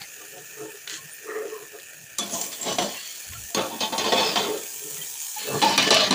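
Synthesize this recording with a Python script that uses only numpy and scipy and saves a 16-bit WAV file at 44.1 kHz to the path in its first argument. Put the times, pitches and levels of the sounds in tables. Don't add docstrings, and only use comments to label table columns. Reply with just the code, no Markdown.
import sys
import numpy as np
from scipy import signal
from scipy.fft import rfft, irfft, next_fast_len
from scipy.io import wavfile
from scipy.ndimage import uniform_filter1d

SR = 44100
rng = np.random.default_rng(int(sys.argv[2]) if len(sys.argv) > 2 else 0)


def volts(x):
    e = np.asarray(x, float) / 20
    return 10 ** e


def generate_wav(sig):
    pcm = np.round(np.clip(np.atleast_2d(sig).T, -1, 1) * 32767).astype(np.int16)
    wavfile.write(sys.argv[1], SR, pcm)


N = 270838
T = np.arange(N) / SR

STAGES = [
    (2.17, 3.45),
    (3.544, 4.75),
    (5.3, 6.14),
]
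# most pressure in seconds, rise in seconds,
# release in seconds, low body level in dB, ring in dB re body.
SCRAPES = [(2.192, 0.011, 0.5, -36, -4.5), (2.35, 0.062, 0.15, -34, -11.5), (2.52, 0.0072, .12, -50, 7),
           (2.701, 0.1, 0.1, -27, -3), (2.798, 0.034, 0.15, -25, -10), (2.95, 0.23, 0.51, -64, 23),
           (3.33, 0.03, 0.1, -59, 0.5), (3.578, 0.034, 0.13, -22, -9), (3.72, 0.13, 0.13, -35.5, -8.5),
           (3.819, 0.034, 0.073, -29, 2), (3.936, 0.07, 0.15, -26.5, -12), (3.99, 0.017, 0.3, -31.5, 1.5),
           (4.07, 0.038, 0.41, -26, -4), (4.14, 0.016, 0.31, -27, -25), (4.2, 0.05, 0.37, -26.5, 0.5),
           (4.379, 0.035, 0.15, -24, -3.5), (4.5, 0.08, 0.027, -32, -22.5), (5.399, 0.062, 0.31, -53, 17),
           (5.55, 0.11, 0.12, -27, -21.5), (5.64, 0.064, 0.62, -25.5, 1.5), (5.79, 0.013, 0.13, -27, 5),
           (5.876, 0.011, 0.031, -23, 3.5), (5.927, 0.028, 0.23, -22, 3.5), (6.129, 0.053, 0.072, -20, -5)]
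# time in seconds, peak level in dB, low body in dB re peak,
# loudest mode in Hz, ring t60 in seconds.
KNOCKS = [(2.184, -17.5, -31, 6600, 0.13), (2.413, -20.5, -4.5, 7340, 0.098), (2.4414, -32, -4, 7560, 0.23),
          (2.528, -23.5, -12, 3520, 0.14), (2.630, -23, -8, 7400, 0.047), (2.7841, -7.5, -3.5, 717, 0.15),
          (2.8197, -16, 1, 621, 0.3), (3.5464, -10.5, -1, 4300, 0.071), (3.8056, -20, 5, 4260, 0.24),
          (3.924, -19.5, 6.5, 898, 0.3), (3.98, -14.5, -3, 4090, 0.14), (4.0431, -15.5, -5, 1035, 0.19),
          (4.1217, -8.5, 2, 704, 0.2), (4.1785, -16.5, 7.5, 899, 0.31), (4.3581, -8.5, -5, 705, 0.17),
          (4.663, -46, -18, 2300, 0.4), (5.617, -12.5, 4, 3080, 0.067), (5.624, -6, -1.5, 827, 0.13),
          (5.7777, -4.5, 5, 2427, 0.087), (5.826, -12, -2, 2560, 0.07), (5.874, -25, 8, 3950, 0.05),
          (5.906, -7, 8, 4040, 0.12), (5.944, -12, -20, 4350, 0.067), (6.108, -9.5, 5, 4060, 0.07)]
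LANDINGS = (2.785, 3.808, 3.919, 3.978, 4.123, 4.355, 5.617, 5.777, 5.904, 6.107)
# frequency in Hz, level in dB, t60 in seconds.
TIPPED_MODES = [(205, 8, 5.0), (261, 11, 1.), (563, 4, .3), (684, 9, 0.25), (840, -2, 0.27),
                (1080, -4, 0.18), (1866, -23, 1.0), (3040, 4, 0.29), (3315, 8, 0.13), (3410, -5, 0.19),
                (4240, -7, 3.0), (4350, -6, 0.23), (5960, 16, 5.0), (7480, 22, 5.0)]
LEVERED_MODES = [(214.3, -9, 1.7), (517, -16, 0.53), (782, -7, 1.3), (899, -5, 3.4), (1110, -12.5, 5.0),
                 (1860, -7, 0.13), (2540, 13, 5.0), (3140, 14, 5.0), (3520, 17.5, 5.0), (3380, 16, 5.0),
                 (4370, 1, 0.27), (5500, -29, 0.47), (6510, 13, 0.35), (6600, -9, 0.66), ]
SET_DOWN_MODES = [(206, -1, 1.1), (268, -3, 1.), (847, -13, .5), (1182, -10, .4), (1770, -0.5, 2.),
                  (2440, 8, 2.), (2710, 6, 2.), (2940, 10, .7), (3050, 5, .6), (3397, 13, .2),
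                  (3670, 11, .3), (4080, 17, .2), (4570, 4, .4), (5810, -3, .3)]
# frequency in Hz, level in dB per Hz.
STEEL = [(53, -82), (90, 9), (259, 7), (313, 9), (655, 6), (899, 0.5), (979, 3.5), (1160, -4), (1490, -9),
         (3620, -3.5), (7430, -7.5), (13100, -25.5), (14000, -39)]
BORDERS_HZ = (1400, 5500)
# time in seconds, peak in dB, centre in Hz.
SPITS = [(0.0177, -20, 3020), (0.382, -31, 3000), (0.8748, -18, 2900), (0.8766, -17, 3000),
         (0.8978, -17, 4500), (.908, -23, 7000), (.931, -22, 7000), (0.94, -20, 3000), (0.9745, -23, 7000),
         (1.799, -25.5, 4000), (2.1872, -11, 9000), (2.297, -24, 6220), (2.4396, -17, 7480),
         (2.52, -26, 5390), (2.5484, -28, 7320), (2.6133, -22, 7390), (2.6305, -22, 7470),
         (2.6781, -23, 6000), (2.8273, -18, 5880), (2.835, -23, 6800), (2.9722, -28, 7280),
         (3.322, -30, 2680), (3.335, -24, 2500), (3.5048, -28, 6540), (4.3584, -10, 3500),
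         (4.4417, -16, 3130), (4.5774, -22, 6440), (4.97, -26, 3000), (5.3432, -26, 6640),
         (5.531, -29, 3000), (5.6071, -20, 6800), (5.6969, -20, 6000), (5.7775, -12, 9000),
         (5.8256, -19, 8500), (5.944, -8, 9460), (5.949, -10, 7000), (5.906, -8.5, 4000), (6.127, -9, 2500)]
# start in seconds, level in dB, decay in seconds.
SPATTER = (.892, -26, 0.077)
# frequency in Hz, width in Hz, level in dB.
SHOWER = [(1780, 540, 1), (3220, 500, -1), (4300, 500, -1), (6900, 1900, 1)]
# most pressure in seconds, rise in seconds, release in seconds,
# thrum level in dB, hum in dB re thrum.
DRAGS = [(.02, 0.033, 0.024, -55, 12), (.23, 0.08, 0.08, -45.5, -30), (.37, 0.093, 0.12, -45, -2),
         (.64, 0.1, 0.11, -35.5, -7.5), (.75, 0.032, 0.038, -48.5, -30), (.93, 0.13, 0.037, -52.5, -1),
         (1.04, 0.12, 0.094, -62, 17), (1.3, 0.065, 0.044, -30.5, -44), (1.359, 0.05, 0.11, -29, -49),
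         (1.46, 0.17, 0.17, -32.5, -26), (1.62, 0.053, 0.097, -46, -8), (1.759, 0.042, 0.086, -40, -30),
         (2.03, 0.11, 0.072, -70, 27), (4.545, 0.2, 0.1, -25.5, -32), (4.88, 0.15, 0.26, -45, 0),
         (5.0, 0.092, 0.059, -45.5, 5.5), (5.5, 0.084, 0.1, -34, -30), (5.545, 0.05, 0.09, -27, 2.5)]
# frequency in Hz, width in Hz, level in dB.
STOVE_MODES = [(147, 24, 0.), (316.4, 8.3, -7.5), (407.4, 6.4, 0.5), (432.5, 35.6, 6), (549, 38, -7),
               (705, 62, 21), (897, 15, 16.5), (1070, 520, 16), (1265, 160, 19), (1383, 32, 15)]
# start in seconds, frequency in
# Hz, level in dB, length in seconds.
SINGING_TONES = [(1.105, 9000, -40.5, 0.048), (4.79, 421, -52, 0.17), (2.19, 205, -37.5, .12),
                 (1.135, 14600, -40, 0.037), (2.19, 3448, -31.5, 0.05), (2.186, 10740, -39, 0.051),
                 (2.785, 10400, -36, 0.02), (2.88, 4350, -45, 0.4), (3.49, 686, -48, 0.075),
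                 (3.71, 920, -34, 0.04), (3.82, 874, -29.5, 0.054), (4.165, 3460, -24, .09),
                 (4.17, 2540, -34.5, 0.092), (4.18, 4370, -28.5, 0.074), (4.44, 3140, -46, 0.13),
                 (4.48, 1590, -57, 0.41), (4.97, 1950, -48, 0.085), (5.012, 3150, -39, 0.026),
                 (5.36, 850, -39.5, 0.063), (5.5, 151.3, -34, 0.063), (5.62, 206, -30, 0.095),
                 (5.38, 4310, -40.5, 0.18), (5.44, 2650, -40.5, 0.11), (5.62, 915, -27, 0.15),
                 (5.62, 861.5, -22.5, 0.1), (5.93, 1169, -31, 0.17), (5.96, 3690, -28, .08),
                 (6.02, 619, -30, 0.09), (2.24, 702, -42.5, .1), (2.32, 678, -36, .05), (2.345, 1018, -40, .05),
                 (2.61, 7500, -30, 0.043), (2.64, 860, -42, 0.027), (2.68, 1116, -32, .05),
                 (2.3, 10600, -41, .06), (2.33, 9100, -42, .04), (3.08, 3180, -45, .04),
                 (3.32, 1080, -49, 0.041), (3.35, 1356, -49, 0.045), (3.345, 703, -49, 0.029),
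                 (3.55, 2980, -33.5, .05), (4.118, 1910, -27.5, .02), (4.48, 431, -26, .07),
                 (5.77, 250, -26, .03), (6.1, 249, -19.5, 0.027),
                 (.2, 1190, -51, .04), (.2, 720, -52, .04), (.33, 545, -44, .04), (.34, 715, -49, .06),
        (.6, 700, -45, .04), (.6, 320, -42, .07), (.655, 890, -48, .04), (.92, 320, -50, .04),
        (.97, 1080, -55, .07), (1.27, 431, -36, .27), (1.74, 705, -49, .04), (2.95, 2750, -47, .1),
        (2.96, 1950, -50, .12), (3.0, 4550, -47, .15), (3.72, 3400, -44, .04), (3.81, 3100, -36, .07),
        (4.17, 3580, -28, .06), (4.12, 3380, -28, .04), (4.13, 520, -30, .1), (4.83, 300, -50, .1),
        (5.37, 3080, -45, .1), (5.38, 4150, -44, .1), (5.8, 150, -33, .15), (5.905, 4060, -23, .03),
        (5.905, 2900, -27, .05), (6.03, 120, -33, .08)]
# start in seconds, frequency in Hz, level in dB, length in seconds.
BRUSHES = [(0, 2150, -41, .045), (0, 4500, -42, .04), (0, 800, -48, .04), (.57, 1330, -49, .06),
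           (1.25, 1870, -36.5, .18), (1.26, 1210, -39, 0.15), (1.49, 1090, -44, 0.14),
           (2.185, 1190, -31, .021), (2.3, 6660, -27, 0.085), (3.548, 2200, -37, .05),
           (3.55, 1275, -36, 0.12), (5.46, 560, -34, .1)]
# time in seconds, sizzle level in dB, lid opening from 0 to 1.
FRY = [(0.0, -47.5, 0.01), (2.2, -50.5, 0), (2.36, -37.5, 0.22), (2.6, -44, 0.14), (3.78, -43.5, 0.12),
       (4.3, -41, 0.27), (4.5, -41, 0.18), (5.3, -38, 0.24), (5.59, -39, 0.33), (5.86, -46.5, 0.5),
       (6.14, -46.5, 0)]
# frequency in Hz, level in dB per Hz.
COVERED = [(24, -55), (40, 35), (109, -3.5), (205, -11), (404, -4.5), (904, -6), (1190, 6.5), (1830, -2.5),
           (2130, -20.5), (2540, -2), (3790, -10.5), (6590, -6), (13900, -8.5), (15500, -1.5), (16500, -12)]
OPEN = [(24, -65), (40, -33), (270, -30), (404, -39), (669, -49), (975, 12), (1610, -63), (2240, -8),
        (2600, -44), (3100, 4), (5130, 3), (7290, 23), (13900, -0.5), (15500, 29), (16500, -9)]
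# frequency in Hz, width in Hz, level in dB.
HOLLOW = [(1145, 590, -23), (1779, 173, 13), (2300, 120, 2), (2343, 840, 10), (6800, 2200, 7),
          (14820, 1050, 5)]
# peak in seconds, rise in seconds, release in seconds, level in dB,
# cut-off in seconds.
PUFF = (3.31, .055, .36, -31, 3.46)


def lid():
    rub, blows = np.zeros((2, N))
    stage_modes = [paired(m) for m in (TIPPED_MODES, LEVERED_MODES, SET_DOWN_MODES)]
    steel = shimmer()
    for stage, modes, edge_db in zip(STAGES, stage_modes, (-7.5, -21, -14)):
        add(rub, *scrape(stage, modes, steel, edge_db))
    for row in KNOCKS:
        modes = stage_modes[np.searchsorted((3.4, 5.2), row[0])]
        add(blows, *knock(row, modes, steel[SR // 2:]))
    parting = np.ones(N)
    for s in LANDINGS:
        parting *= 1 - 0.95 * np.exp(-np.abs(s - T) / 0.012) * (T < s)
    return rub * parting + blows


def scrape(stage, modes, steel, edge_db, dense_db=2.0):
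    edge_follows = 0.56
    t = T[(T >= stage[0]) & (T < stage[1])]
    at, n = round(stage[0] * SR), len(t)
    body_db, ring_db = np.transpose(SCRAPES)[3:]
    levels_db = body_db, body_db + ring_db, body_db + edge_db + edge_follows * ring_db
    gains = [strokes(SCRAPES, db, t) for db in levels_db]
    gains[2] = gains[2] * puffs(n, 90, 0.0044, -1.3)
    slips = grit(n, 2000, 3)
    tones = np.zeros(n)
    for hz, db, t60 in zip(*modes):
        swell = volts(db + 2.5 * drift(n, .05))
        tones += ring(slips * swell, hz, 2.2 / np.clip(t60, .03, .09))
    chatter = volts(1.3 * drift(n, .01))
    dense = volts(dense_db)
    bands = zip(gains, split(tones), split(steel[at:][:n]))
    rubbed = sum(gain * (tone + dense * haze) for gain, tone, haze in bands)
    return at, chatter * rubbed / np.hypot(1, dense)


def knock(row, modes, steel, crack_db=-4.0, dense_db=3.5, own_db=7.0):
    s, peak_db, low_db, own_hz, t60 = row
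    edge_db = -14.5 + 7 * np.log2(own_hz / 1000)
    at, t = round(s * SR), np.arange(8192) / SR
    hz, db = modes[0][:, None], modes[1][:, None]
    spot, phase, life = rng.standard_normal((3, len(hz), 1))
    t60 = np.clip(t60, .01, .4)
    decay_db = -60 * t / (t60 * volts(2 * life))
    tones = (volts(db + 2 * spot + decay_db) * np.sin(2 * np.pi * hz * t + phase)).sum(0)
    crack = colour(rng.standard_normal(len(t)), lambda f: volts(read(STEEL, f)))
    out = volts(own_db - 60 * t / t60) * np.sin(2 * np.pi * own_hz * t)
    levels_db, rises_s = (low_db, 0, edge_db), (.002, .0006, .0003)
    bands = zip(levels_db, rises_s, split(tones), split(steel[at:at + len(t)]), split(crack))
    for band_db, rise, tone, haze, snap in bands:
        struck = tone / np.sqrt(np.mean(tone[:400] ** 2))
        struck = struck + haze * volts(dense_db - 60 * t / (0.74 * t60))
        struck = struck + snap * volts(crack_db - 60 * t / 0.003)
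        out = out + volts(band_db) * struck * (1 - np.exp(-t / rise))
    tick_hz = 8180 + (11900 - 8180) * rng.random((9, 1))
    tick = np.sin(2 * np.pi * tick_hz * t).sum(0) / 2
    out = out + volts(.5 * edge_db - 5 - 60 * t / 0.043) * tick
    return at, volts(peak_db - 18.0) * out * np.cos(np.pi / 2 * t / t[-1])


def paired(modes):
    hz, db, t60 = np.transpose(modes)
    shift = 1 + 0.0115 * rng.standard_normal((len(hz), 2)) * [0, 1]
    return (hz[:, None] * shift).ravel(), np.repeat(.5 * db, 2), np.repeat(t60, 2)


def shimmer():
    hz, t, z = signal.stft(rng.standard_normal(N + SR), SR, nperseg=1024, noverlap=768)
    clumps = rng.standard_normal((len(t), len(hz))).T
    fine = evened(uniform_filter1d(uniform_filter1d(clumps, 9, 1), 2, 0))
    broad = evened(uniform_filter1d(uniform_filter1d(clumps, 12, 1), 10, 0))
    z = z * volts(read(STEEL, hz)[:, None] + 3.8 * fine + 1.2 * broad)
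    return signal.istft(z, SR, nperseg=1024, noverlap=768)[1]


def spits(q=1.45, snap_s=0.00048, tail_s=0.0088):
    out, t = np.zeros(N), np.arange(600) / SR
    for s, db, hz in SPITS:
        burst = np.exp(-t / snap_s) + 0.17 * np.exp(-t / tail_s)
        snap = ring(rng.standard_normal(len(t)) * burst, hz, hz / q)
        add(out, round(s * SR), volts(db) * snap / np.abs(snap).max())
    start, db, decay = SPATTER
    t = np.arange(SR // 4) / SR
    drops = rng.standard_normal(len(t)) + 0.63 * grit(len(t), 1000, 4.2)
    rung = np.zeros(len(t))
    for hz, width, g_db in SHOWER:
        rung += volts(g_db) * ring(ring(drops, hz, width), hz, width) / np.sqrt(SR / width)
    shape = (1 - np.exp(-t / 0.0042)) * np.exp(-(t / decay) ** 4 / 2)
    add(out, round(start * SR), volts(db - 8.) * evened(rung) * shape)
    return colour(out, lambda hz: hz ** 3 / (hz ** 3 + 1300.0 ** 3))


def stove():
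    thrum_db, hum_db = np.transpose(DRAGS)[3:]
    parts = np.zeros((3, N))
    for hz, width, db in STOVE_MODES:
        rub = rng.standard_normal(N) * volts(1.5 * drift(N, .07))
        mode = ring(ring(rub, hz, 1.5 * width), hz, 1.5 * width)
        parts[np.searchsorted((220, 620), hz)] += volts(db) * evened(mode)
    rasp_db = -24.5 + 0.72 * thrum_db
    layers_db = thrum_db + hum_db, thrum_db, rasp_db
    return sum(strokes(DRAGS, db, T) * evened(part) for db, part in zip(layers_db, parts))


def steam():
    out = np.zeros(N)
    for rows, q, rise in ((SINGING_TONES, 36, .1), (BRUSHES, 5.5, .3)):
        for s, hz, db, length in rows:
            noise, waver = rng.standard_normal(SR * 3 // 4), drift(SR, 0.035)
            band = evened(ring(ring(noise, hz, hz / q), hz, hz / q)[-int(1.5 * length * SR):])
            if q > 20:
                band = band + 1.3 * min(1, 700 / hz) * np.sin(2 * np.pi * hz * T[:len(band)])
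            u = np.arange(len(band)) / len(band)
            shape = np.minimum(u / rise, 1) * np.cos(np.pi / 2 * u ** 0.66)
            shape = shape * volts(2.5 * waver[:len(band)])
            add(out, round(s * SR), volts(db) * evened(band) * shape)
    return out


def sizzle(patchy_db=2.0, flicker_db=0.3, pop_db=-8.0):
    hz = np.fft.rfftfreq(512, 1 / SR)
    source = rng.standard_normal(N) * puffs(N, 450, 0.00073, pop_db)
    t, z = signal.stft(source, SR, nperseg=512, noverlap=384)[1:]
    s, level_db, opening = np.transpose(FRY)
    opening = np.clip(np.interp(t, s, opening), 0, 1)
    top = (hz > 8500) & (hz < 15000)

    def levelled(db):
        return db - 10 * np.log10(np.sum(volts(db[top]) ** 2) / len(hz))

    hollow = sum(db / (1 + (2 * (hz - f) / w) ** 2) ** 2 for f, w, db in HOLLOW)
    shut, free = levelled(read(COVERED, hz) + hollow), levelled(read(OPEN, hz))
    patches = rng.standard_normal((len(t), len(hz))).T
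    patches = evened(uniform_filter1d(uniform_filter1d(patches, 5, 0), 18, 1))
    flicker = evened(uniform_filter1d(rng.standard_normal(len(t)), 3))
    field_db = np.outer(shut, 1 - opening) + np.outer(free, opening) + np.interp(t, s, level_db)
    z = z * volts(field_db + patchy_db * patches + flicker_db * flicker)
    return signal.istft(z, SR, nperseg=512, noverlap=384)[1][:N]


def puff(level_db=4.0):
    gust = colour(rng.standard_normal(N), lambda hz: hz / (1 + (hz / 78.0) ** 5))
    cut = np.clip((PUFF[4] - T) / 0.042 + 1, .12, 1)
    return volts(level_db) * strokes([PUFF], [PUFF[3]], T) * cut * evened(gust)


def kitchen(x, t60=0.19):
    at = np.arange(200, SR // 2, 22)
    taps = np.zeros(SR // 2 + 22)
    fade = volts(-60 * at / SR / t60)
    taps[at + rng.integers(0, 22, len(at))] = rng.choice([-1., 1.], len(at)) * fade
    taps = signal.lfilter([1], [1, -.4], taps)
    return signal.fftconvolve(x, taps / np.linalg.norm(taps))[:N]


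def strokes(rows, gains_db, t):
    peak, rise, release = np.transpose(rows)[:3, :, None]
    ms = np.arange(t[0], t[-1] + .001, .001)
    before, after = (peak - ms) / np.maximum(rise, .004), (ms - peak) / np.maximum(release, .02)
    away = np.where(ms < peak, before, after)
    power = volts(np.asarray(gains_db)[:, None] - 20 * away ** 1.3) ** 2
    return np.interp(t, ms, np.sqrt(power.sum(0)))


def puffs(n, per_s, decay_s, share_db):
    jumps = signal.lfilter([1], [1, -np.exp(-1 / (decay_s * SR))], np.abs(grit(n, per_s, 3)))
    return evened(1 + volts(share_db) * evened(jumps))


def grit(n, per_s, spread_db):
    u, e, sign = rng.random(n), rng.exponential(1, n), rng.standard_normal(n)
    return evened((u < per_s / SR) * volts(spread_db * np.minimum(e, 5)) * np.sign(sign))


def drift(n, seconds):
    points = rng.standard_normal(n // 441 + 2)
    points = evened(uniform_filter1d(points, max(int(seconds / .01), 1)))
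    return np.interp(np.arange(n), 441 * np.arange(len(points)), points)


def ring(x, hz, width):
    r, turn = np.exp(-np.pi * width / SR), 2 * np.pi * hz / SR
    gain = np.sqrt(2 * (1 - r * r)) * np.sin(turn)
    return signal.lfilter([gain], [1, -2 * r * np.cos(turn), r * r], x)


def split(x):
    z, hz = rfft(x), np.fft.rfftfreq(len(x), 1 / SR)
    low = 1 / (1 + (hz / BORDERS_HZ[0]) ** 12)
    top = 1 - 1 / (1 + (hz / BORDERS_HZ[1]) ** 12)
    shares = low, 1 - low - top, top
    return [evened(irfft(z * np.sqrt(np.clip(w, 0, 1)), len(x))) for w in shares]


def colour(x, gain):
    size = next_fast_len(len(x), True)
    size += size % 2
    return irfft(rfft(x, size) * gain(np.fft.rfftfreq(size, 1 / SR)), size)[:len(x)]


def read(points, hz):
    f, value = np.transpose(points)
    return np.interp(np.log(hz + 1), np.log(f + 1), value)


def evened(x):
    return x / np.sqrt(np.mean(x ** 2) + 1e-20)


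def add(mix, at, sound):
    part = mix[max(at, 0):][:len(sound)]
    part += sound[:len(part)]


def scene():
    metal = lid() + spits()
    close = metal + volts(-12.5) * kitchen(metal)
    return (close + stove() + sizzle() + puff() + steam())[None]


def roll_off(x):
    return signal.sosfilt(signal.butter(12, 16660, fs=SR, output="sos"), x)


def record(dry):
    def response(hz):
        dip = volts(-3. * np.exp(-((hz - 13200.) / 2370.0) ** 2))
        edge = np.where(hz < 15500, 1, volts(-58.))
        return dip * edge / np.sqrt(1 + (255.0 / (hz + 1)) ** 3)
    return roll_off(colour(dry[0], response)[None])


dry = scene()
out = record(dry)
generate_wav(out)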